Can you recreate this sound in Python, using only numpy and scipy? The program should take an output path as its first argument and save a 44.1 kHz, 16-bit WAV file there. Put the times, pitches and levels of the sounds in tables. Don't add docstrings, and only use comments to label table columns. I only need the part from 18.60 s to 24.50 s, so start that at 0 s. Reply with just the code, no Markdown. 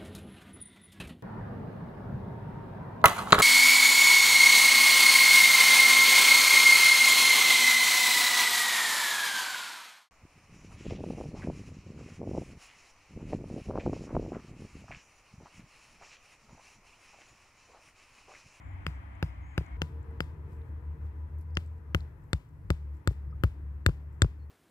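import sys
import numpy as np
from scipy import signal
from scipy.io import wavfile

SR = 44100
rng = np.random.default_rng(int(sys.argv[2]) if len(sys.argv) > 2 else 0)


def voltage_ratio(decibels):
    exponent = np.asarray(decibels, float) / 20
    return 10 ** exponent


def generate_wav(signal):
    frames = np.transpose(np.atleast_2d(signal))
    scaled = np.clip(frames, -1, 1) * 32767
    pcm = np.round(scaled).astype(np.int16)
    wavfile.write(sys.argv[1], SR, pcm)


N = 260190

SCENE_CHANGE_S = 1.17

# [t/s, force level/dB, wood mode f/Hz, bite into the grain level/dB, soil firmness level/dB]
BLOWS = [(0.2658, -27, 1333, 9, -30), (0.6269, -24.5, 1717, -25, -26.5), (0.9786, -22.5, 1730, -9, -30.5),
         (1.2183, -27, 1490, 3, -34), (1.6049, -22.5, 1447, 5, -37), (2.9706, -29.5, 1390, 13, -39),
         (3.3471, -19, 1404, 5, -23.5), (3.7313, -23.5, 1447, 8, -22.5), (4.1035, -20.5, 1250, 2, -23),
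         (4.4744, -18.5, 1360, -3, -18), (4.8365, -17.5, 1310, -8, -16), (5.263, -13.5, 1684, 4.5, -15),
         (5.6196, -16, 1650, 5, -13.5)]
# [face flatness level/dB, off-centre ring level/dB, splintering level/dB, stake slide level/dB]
LANDINGS = [(-21, -1, -30, -42), (-35, -2, -16, -23.5), (-38, -3, -17, -21), (-38, -6, -5, -28),
            (-21, -1, -24, -30), (-55, -30, 0, -25.5), (-50, -32, -14, -19.5), (-3, -17, -5, -23.5),
            (-14, -9, -17, -16), (-7, -26, -14, -19), (-30, -22, -26, -16.5), (-6, -18, -11, -19),
            (3, -5, -3.5, -16)]
AIMING_TAPS = (.2658, 2.9706)
# [t/s, crack level/dB, soil level/dB]
REBOUNDS = [
    (1.010, -54, -32.5),
    (4.510, -58, -33),
    (4.843, -32.5, -34.5),
    (5.288, -37.5, -20.5),
    (5.294, -35.5, -30),
    (5.645, -34.5, -21),
]
# [f/Hz, level/dB, t60/s]
HEAD_MODES = [(4950, -26, .055), (3680, -47, .035), (4300, -52, .025), (7400, -57, .03), (8240, -55, .035)]
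# [t/s, peak level/dB, f/Hz]
TICKS = [(.553, -62, 6800), (1.064, -54, 6500), (1.430, -58.5, 7500), (1.510, -61, 8700),
         (2.017, -58, 3760), (2.470, -64, 3560), (2.786, -53, 12300), (2.811, -53, 10800),
         (2.828, -60, 11200), (2.907, -65, 4810), (2.953, -39, 5200), (2.999, -64, 8300),
         (3.062, -56, 7860), (3.075, -64, 7650), (3.182, -67, 7700), (3.406, -42.5, 4100),
         (3.640, -62, 7600), (3.890, -64, 7740), (4.370, -63, 7520), (5.308, -70, 8000), (5.530, -68, 7400)]
# [t/s, level/dB, f/Hz, t60/s]
PEBBLE = (4.726, -43, 1250, .04)
# [t/s, length/s, level/dB]
RUSTLES = [
    (1.93, .04, -76),
    (2.81, .025, -76),
    (2.46, .04, -81),
    (5.54, .025, -79),
    (4.515, .015, -68),
    (4.36, .04, -80),
]
# [start t/s, end t/s, start f/Hz, end f/Hz, level/dB]
BIRD_NOTES = [
    (0, .16, 7270, 7100, -82.5),
    (.283, .305, 7550, 7200, -82),
    (0.332, .37, 8240, 7700, -83),
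    (0.816, .97, 6650, 6650, -78),
    (.86, .98, 7400, 7350, -84),
    (0.677, .70, 5200, 5070, -74),
    (1.06, 1.166, 2160, 2185, -63),
    (4.707, 4.72, 4750, 5600, -82),
    (5.793, 5.853, 4320, 4250, -80.5),
]
# [t/s, f/Hz]
LOW_ENGINE_PITCH = [(1.17, 72.5), (3.2, 73.1), (3.6, 75), (4.1, 72), (4.5, 70.5), (5.1, 70.5), (5.5, 73),
                    (5.9, 74)]
HIGH_ENGINE_PITCH = [(1.17, 79.27), (3.1, 79.2), (3.5, 77)]
# [t/s, level/dB]
LOW_ENGINE_LEVEL = [(1.17, -50), (1.47, -40), (1.76, -50), (2.3, -41), (2.7, -41), (3.15, -58), (3.3, -41),
                    (3.43, -36), (3.58, -64), (3.92, -58), (4.2, -37.5), (4.35, -38), (4.45, -70),
                    (4.58, -36.5), (4.9, -45), (5.1, -37), (5.25, -42), (5.9, -43)]
# [t/s, level/dB]
HIGH_ENGINE_LEVEL = [(1.17, -41), (1.76, -46), (2.94, -37.5), (3.17, -39.5), (3.3, -80)]
# [from t/s, f/Hz, width f/Hz, level/dB, slope dB/s]
ENGINE_LINES = [(0, 62.3, 4.3, -60, 14.5), (0, 68.5, 0.67, -47.5, -2.1), (0, 94, 4.5, -49, -4.3),
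                (SCENE_CHANGE_S, 147, 1.0, -60, .1), (SCENE_CHANGE_S, 109.6, 5.4, -61.5, -.3), (SCENE_CHANGE_S, 457, 7, -61.5, -8),
                (SCENE_CHANGE_S, 888, 25, -71, -7.6), (SCENE_CHANGE_S, 987.4, 9.9, -71, -4.5), (0, 2073, 220, -65, -1.3),
                (0, 3090, 200, -80, -3.8), (SCENE_CHANGE_S, 412.3, 50, -73.5, -1.5)]
# [f/Hz, level/dB per Hz]
ROAD_BEFORE = [(21, -52), (35, -24), (50, -5), (76, -12), (155, -20), (190, -24), (286, -21), (420, -44),
               (516, -33), (862, -26), (1480, -32), (2110, -29.5), (3620, -63), (6690, -57), (16000, -62.5)]
ROAD_AFTER = [(21, -36), (35, -7.5), (60, -8.5), (86, -4), (155, -13.5), (210, -25.5), (286, -20),
              (739, -36.5), (979, -28.5), (1170, -34.5), (2010, -38), (3270, -60.5), (9340, -60),
              (14800, -56), (16000, -70)]
# [t/s, level/dB]
TRAFFIC = [(0.0, -60.5), (0.38, -57.5), (0.9, -59.5), (1.2, -57.5), (2.6, -60), (3.05, -62), (3.4, -60.5),
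           (3.88, -65), (4.24, -62), (5.64, -61), (5.9, -65)]
# [t/s, length/s, level/dB]
GUSTS = [
    (.1, .3, 4),
    (.9, .2, 4),
    (4.05, .1, 11),
    (4.7, .2, 8),
    (5.64, .1, 3.5),
]
# [f/Hz, likeness -1..1]
ALIKE_BEFORE = [(60, 0.59), (180, 0.93), (550, -0.2), (1650, -0.55), (4970, 0.098), (15000, -0.094)]
ALIKE_AFTER = [(60, 1), (180, 0.9), (550, 0.35), (1650, -0.1), (4970, 0.23), (15000, -0.28)]
# [f/Hz, left minus right level/dB]
LEAN = [(60, 3), (180, -2), (550, 6), (1650, 5.5), (4970, 2), (15000, 1.5)]


def rms_one(x):
    return x / np.sqrt(np.mean(x ** 2) + 1e-20)


def in_time(rows):
    s, *columns = np.transpose(rows)
    return [np.interp(np.arange(N) / SR, s, column) for column in columns]


def at_hz(points, hz):
    table_hz, value = np.array(points).T[:2]
    return np.interp(np.log(hz), np.log(table_hz), value)


def drift(rate):
    r = np.exp(-80 * np.pi * rate / SR)
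    slow = signal.lfilter([1], [1, -2 * r, r * r], rng.standard_normal(N // 40 + 2002))[2000:]
    return np.interp(np.arange(N) / 40, np.arange(len(slow)), rms_one(slow))


def butter(x, hz, kind, order=2):
    return signal.sosfilt(signal.butter(order, hz, kind, fs=SR, output="sos"), x)


def fade(t, t60):
    return voltage_ratio(-60 * t / t60)


def ring(t, hz, t60):
    return (t >= 0) * np.sin(2 * np.pi * hz * t) * fade(np.clip(t, 0, None), t60)


def swell(t, hz, rise_s):
    u = np.clip(t, 0, None) / rise_s
    return u * np.exp(1 - u) * np.sin(2 * np.pi * hz * t)


def add(out, s, piece):
    i = round(s * SR)
    out[..., i:i + piece.shape[-1]] += piece[..., :N - i]


def wood_tap(t, wood_hz, upper_hz, upper_db, grain_db, face_db):
    body = ring(t, wood_hz, 0.0044) + voltage_ratio(grain_db) * ring(t, 2250, 0.005)
    upper = voltage_ratio(upper_db + 6) * ring(t, upper_hz, 0.006) + voltage_ratio(upper_db - 10) * swell(t, 5610, 0.00023)
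    face = voltage_ratio(face_db - 1) * swell(t, 7460, 0.00019)
    return -(body + upper + face)


def crack(t, wood_hz, gap_ms, upper_hz, upper_db, grain_db, face_db, edge_db, steel_db, grit_db, noise, chance):
    wood = (wood_hz, upper_hz, upper_db, grain_db, face_db)
    taps = voltage_ratio(-4) * wood_tap(t, *wood) + wood_tap(t - gap_ms / 1000, *wood)
    taps = butter(taps, 6800, "low")

    main_hz, main_db, main_t60 = HEAD_MODES[0]
    steel = voltage_ratio(main_db + steel_db) * ring(t, main_hz, main_t60)
    for (hz, db, t60), luck in zip(HEAD_MODES[1:], chance):
        steel = steel + voltage_ratio(db + 2 * luck) * ring(t, hz, t60)

    edge = voltage_ratio(edge_db + 6.5) * butter(noise, [9300, 13500], "band") * fade(t, 0.018)
    splinter = voltage_ratio(upper_db - 5.5) * butter(noise, [2000, 7000], "band") * fade(t, 0.016)
    spray = voltage_ratio(13) * butter(noise, [4000, 10500], "band") * fade(t, 0.009)
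    settle = voltage_ratio(6) * butter(noise, 3000, "low", order=3)
    settle = settle + voltage_ratio(-6) * butter(noise[::-1], 9000, "low") + voltage_ratio(-14) * butter(noise, 10000, "high")
    grit = spray + voltage_ratio(-4.5) * settle * fade(t, 0.37)
    return taps + steel + edge + splinter + voltage_ratio(grit_db) * grit


def thump(t, push_db, soil_hz, soil_db, bend_db, knock_db):
    slide_s = .0041
    push = butter(1. * (t > .0012) * (t < .0012 + slide_s), 880, "low")
    push = butter(push, 22, "high", order=1)
    soil = -swell(t - .0016 - slide_s, soil_hz, 0.0038) + voltage_ratio(-9.5) * swell(t - .008, 56, .011)
    bend = swell(t - .001, 150, .008)
    knock = -voltage_ratio(-3) * ring(t, 480, 0.015) - voltage_ratio(4) * ring(t, 850, 0.009) + voltage_ratio(-18) * ring(t - .002, 300, 0.064)
    return voltage_ratio(push_db) * push + voltage_ratio(soil_db) * soil + voltage_ratio(bend_db) * bend + voltage_ratio(knock_db) * knock


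def hammer():
    out, t = np.zeros(N), np.arange(round(.25 * SR)) / SR
    noise, chance = rng.standard_normal((40, len(t))), rng.standard_normal((40, 8))
    for k, (blow, landing) in enumerate(zip(BLOWS, LANDINGS)):
        s, force_db, wood_hz, bite_db, soil_db = blow
        face_db, steel_db, upper_db, push_db = landing
        aiming = np.isclose(s, AIMING_TAPS, atol=.01).any()
        gap_ms = .78 if s < SCENE_CHANGE_S and not aiming else .65
        upper_hz = np.interp(face_db, [-20, -14], [2700, 3650])
        grit_db = -55.5 - force_db + .6 * max(force_db + 18, 0)
        hit = crack(t, wood_hz, gap_ms, upper_hz, upper_db, bite_db - 4, face_db, -25.5, steel_db, grit_db,
                    noise[k], chance[k])
        add(out, s, voltage_ratio(force_db + 5) * hit)

        soil_hz = 76 + 1.9 * max(soil_db + 25, 0)
        bend_db = -38 + .6 * (min(soil_db, -26) + 39)
        knock_db = -27.5 - 24 * aiming
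        add(out, s, thump(t, push_db, soil_hz, soil_db, bend_db, knock_db))

    for k, (s, crack_db, soil_db) in enumerate(REBOUNDS, 20):
        hit = crack(t, 1400, 0.66, 3800, -27, -2, -20.5, -27.5, -6, -44, noise[k], chance[k])
        add(out, s, voltage_ratio(crack_db) * hit)
        add(out, s, voltage_ratio(soil_db) * (swell(t, 130, 0.0038) + voltage_ratio(0.5) * ring(t, 380, 0.013)))
    return out


def small_things():
    out, t = np.zeros(N), np.arange(round(.12 * SR)) / SR
    noise = rng.standard_normal((40, len(t)))
    for k, (s, db, hz) in enumerate(TICKS):
        scrape = butter(noise[k], [0.56 * hz, 1.46 * hz], "band") * fade(t, 0.0041)
        add(out, s, voltage_ratio(db - 5.5) * (swell(t, hz, 0.00044) + 1.1 * scrape))

    s, db, hz, t60 = PEBBLE
    add(out, s, voltage_ratio(db) * ring(t, hz, t60) * (1 - np.exp(-t / 0.0027)))

    clock, grains = np.arange(N) / SR, rng.standard_normal(N) * voltage_ratio(3 * drift(90))
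    for s, length, db in RUSTLES:
        out += voltage_ratio(db) * butter(grains, 4000, "high") * np.exp(-((clock - s) / length) ** 2)
    return out


def near_pair(x):
    peak = 0.33 * butter(x, [7000, 8300], "band", order=1)
    dip = 0.23 * butter(x, [8900, 10600], "band", order=1)
    near = x + peak - dip
    dull = .45 * butter(x, 500, "low", order=1) + .55 * x
    dull = butter(dull, 5600, "low", order=6) + voltage_ratio(-26) * x
    lag = np.where(np.arange(N) < SCENE_CHANGE_S * SR, 0, 3)
    far = np.interp(np.arange(N) - lag, np.arange(N), dull)
    far = far * voltage_ratio(np.where(lag > 0, -3.0, -1.2))
    return np.array([near, far]) * voltage_ratio(2.5)


def birds():
    out, hoarse = np.zeros(N), drift(150)
    for start, end, from_hz, to_hz, db in BIRD_NOTES:
        trill_hz = from_hz / 165
        t = np.arange(round((end - start) * SR)) / SR
        wobble = 0.0041 * np.sin(2 * np.pi * trill_hz * t)
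        rough = 0.004 * (from_hz / 4300) ** 4.0 * hoarse[:len(t)]
        hz = np.linspace(from_hz, to_hz, len(t)) * (1 + wobble + rough)
        throb = 0.83 + 0.33 * np.cos(2 * np.pi * trill_hz * t)
        whistle = np.sin(2 * np.pi * np.cumsum(hz) / SR)
        add(out, start, voltage_ratio(db + 1.5) * np.hanning(len(t)) ** 0.13 * throb * whistle)
    return out * voltage_ratio([[1.5], [-1.5]])


def engines():
    t, out = np.arange(N) / SR, np.zeros(N)
    first_swell_s = 1.228
    second_scene = np.clip((t - SCENE_CHANGE_S) * 100, 0, 1)
    for pitch, level in [(LOW_ENGINE_PITCH, LOW_ENGINE_LEVEL), (HIGH_ENGINE_PITCH, HIGH_ENGINE_LEVEL)]:
        turns = np.cumsum(in_time(pitch)[0]) / SR
        turns = turns - turns[round(first_swell_s * SR)]
        level_db = in_time(level)[0] + 2.5 + 0.43 * drift(5.5)
        out += second_scene * voltage_ratio(level_db) * np.sin(2 * np.pi * turns)

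    for start, hz, width, db, slope_db in ENGINE_LINES:
        steady = 1.0 * (width < 20)
        line = (steady + drift(width)) * np.sin(2 * np.pi * hz * t)
        line = line + drift(width) * np.cos(2 * np.pi * hz * t)
        gate = np.clip((t - SCENE_CHANGE_S) / 0.0033 * (1 if start else -1), 0, 1)
        out += gate * voltage_ratio(db + slope_db * (t - start)) * line
    return out * voltage_ratio([[.75], [-.75]])


def road():
    traffic_db, = in_time(TRAFFIC)
    clock = np.arange(N) / SR
    rumble_db = sum(db * np.exp(-((clock - s) / length) ** 2) for s, length, db in GUSTS)
    before, out, together = np.arange(N) < SCENE_CHANGE_S * SR, 0, drift(4.7)
    white, edges = rng.standard_normal((2, 2, N)), 32 * 2 ** (np.arange(28) / 3)
    for k, (low, high) in enumerate(zip(edges, edges[1:])):
        mid, side = butter(white[k % 2], [low, high], "band")
        hz = np.sqrt(low * high)
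        alike = np.clip(np.where(before, at_hz(ALIKE_BEFORE, hz), at_hz(ALIKE_AFTER, hz)), -1, 1)
        colour_db = np.where(before, at_hz(ROAD_BEFORE, hz), at_hz(ROAD_AFTER, hz)) + 4
        follows_db = traffic_db + 62 if hz < 4000 else 0
        flicker_db = .6 * together + 1.0 * drift(5.9)
        gain = voltage_ratio(colour_db + follows_db + rumble_db * (hz < 180) + flicker_db)
        lean = voltage_ratio(at_hz(LEAN, hz) * np.array([[.5], [-.5]]))
        pair = np.sqrt(1 + alike) * mid + np.sqrt(1 - alike) * side * [[1], [-1]]
        out = out + gain * lean * pair
    return voltage_ratio(-28) * out


def scene():
    return near_pair(hammer() + small_things()) + birds() + engines() + road()


def top_cut(x):
    return signal.sosfilt(signal.butter(12, 16680, fs=SR, output="sos"), x)


def record(dry):
    heard = .8 * np.tanh(dry / .8)
    heard = butter(heard, 40, "high", order=4)
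    heard = butter(heard, 15400, "low", order=12)
    return top_cut(heard)


dry = scene()
out = record(dry)
generate_wav(out)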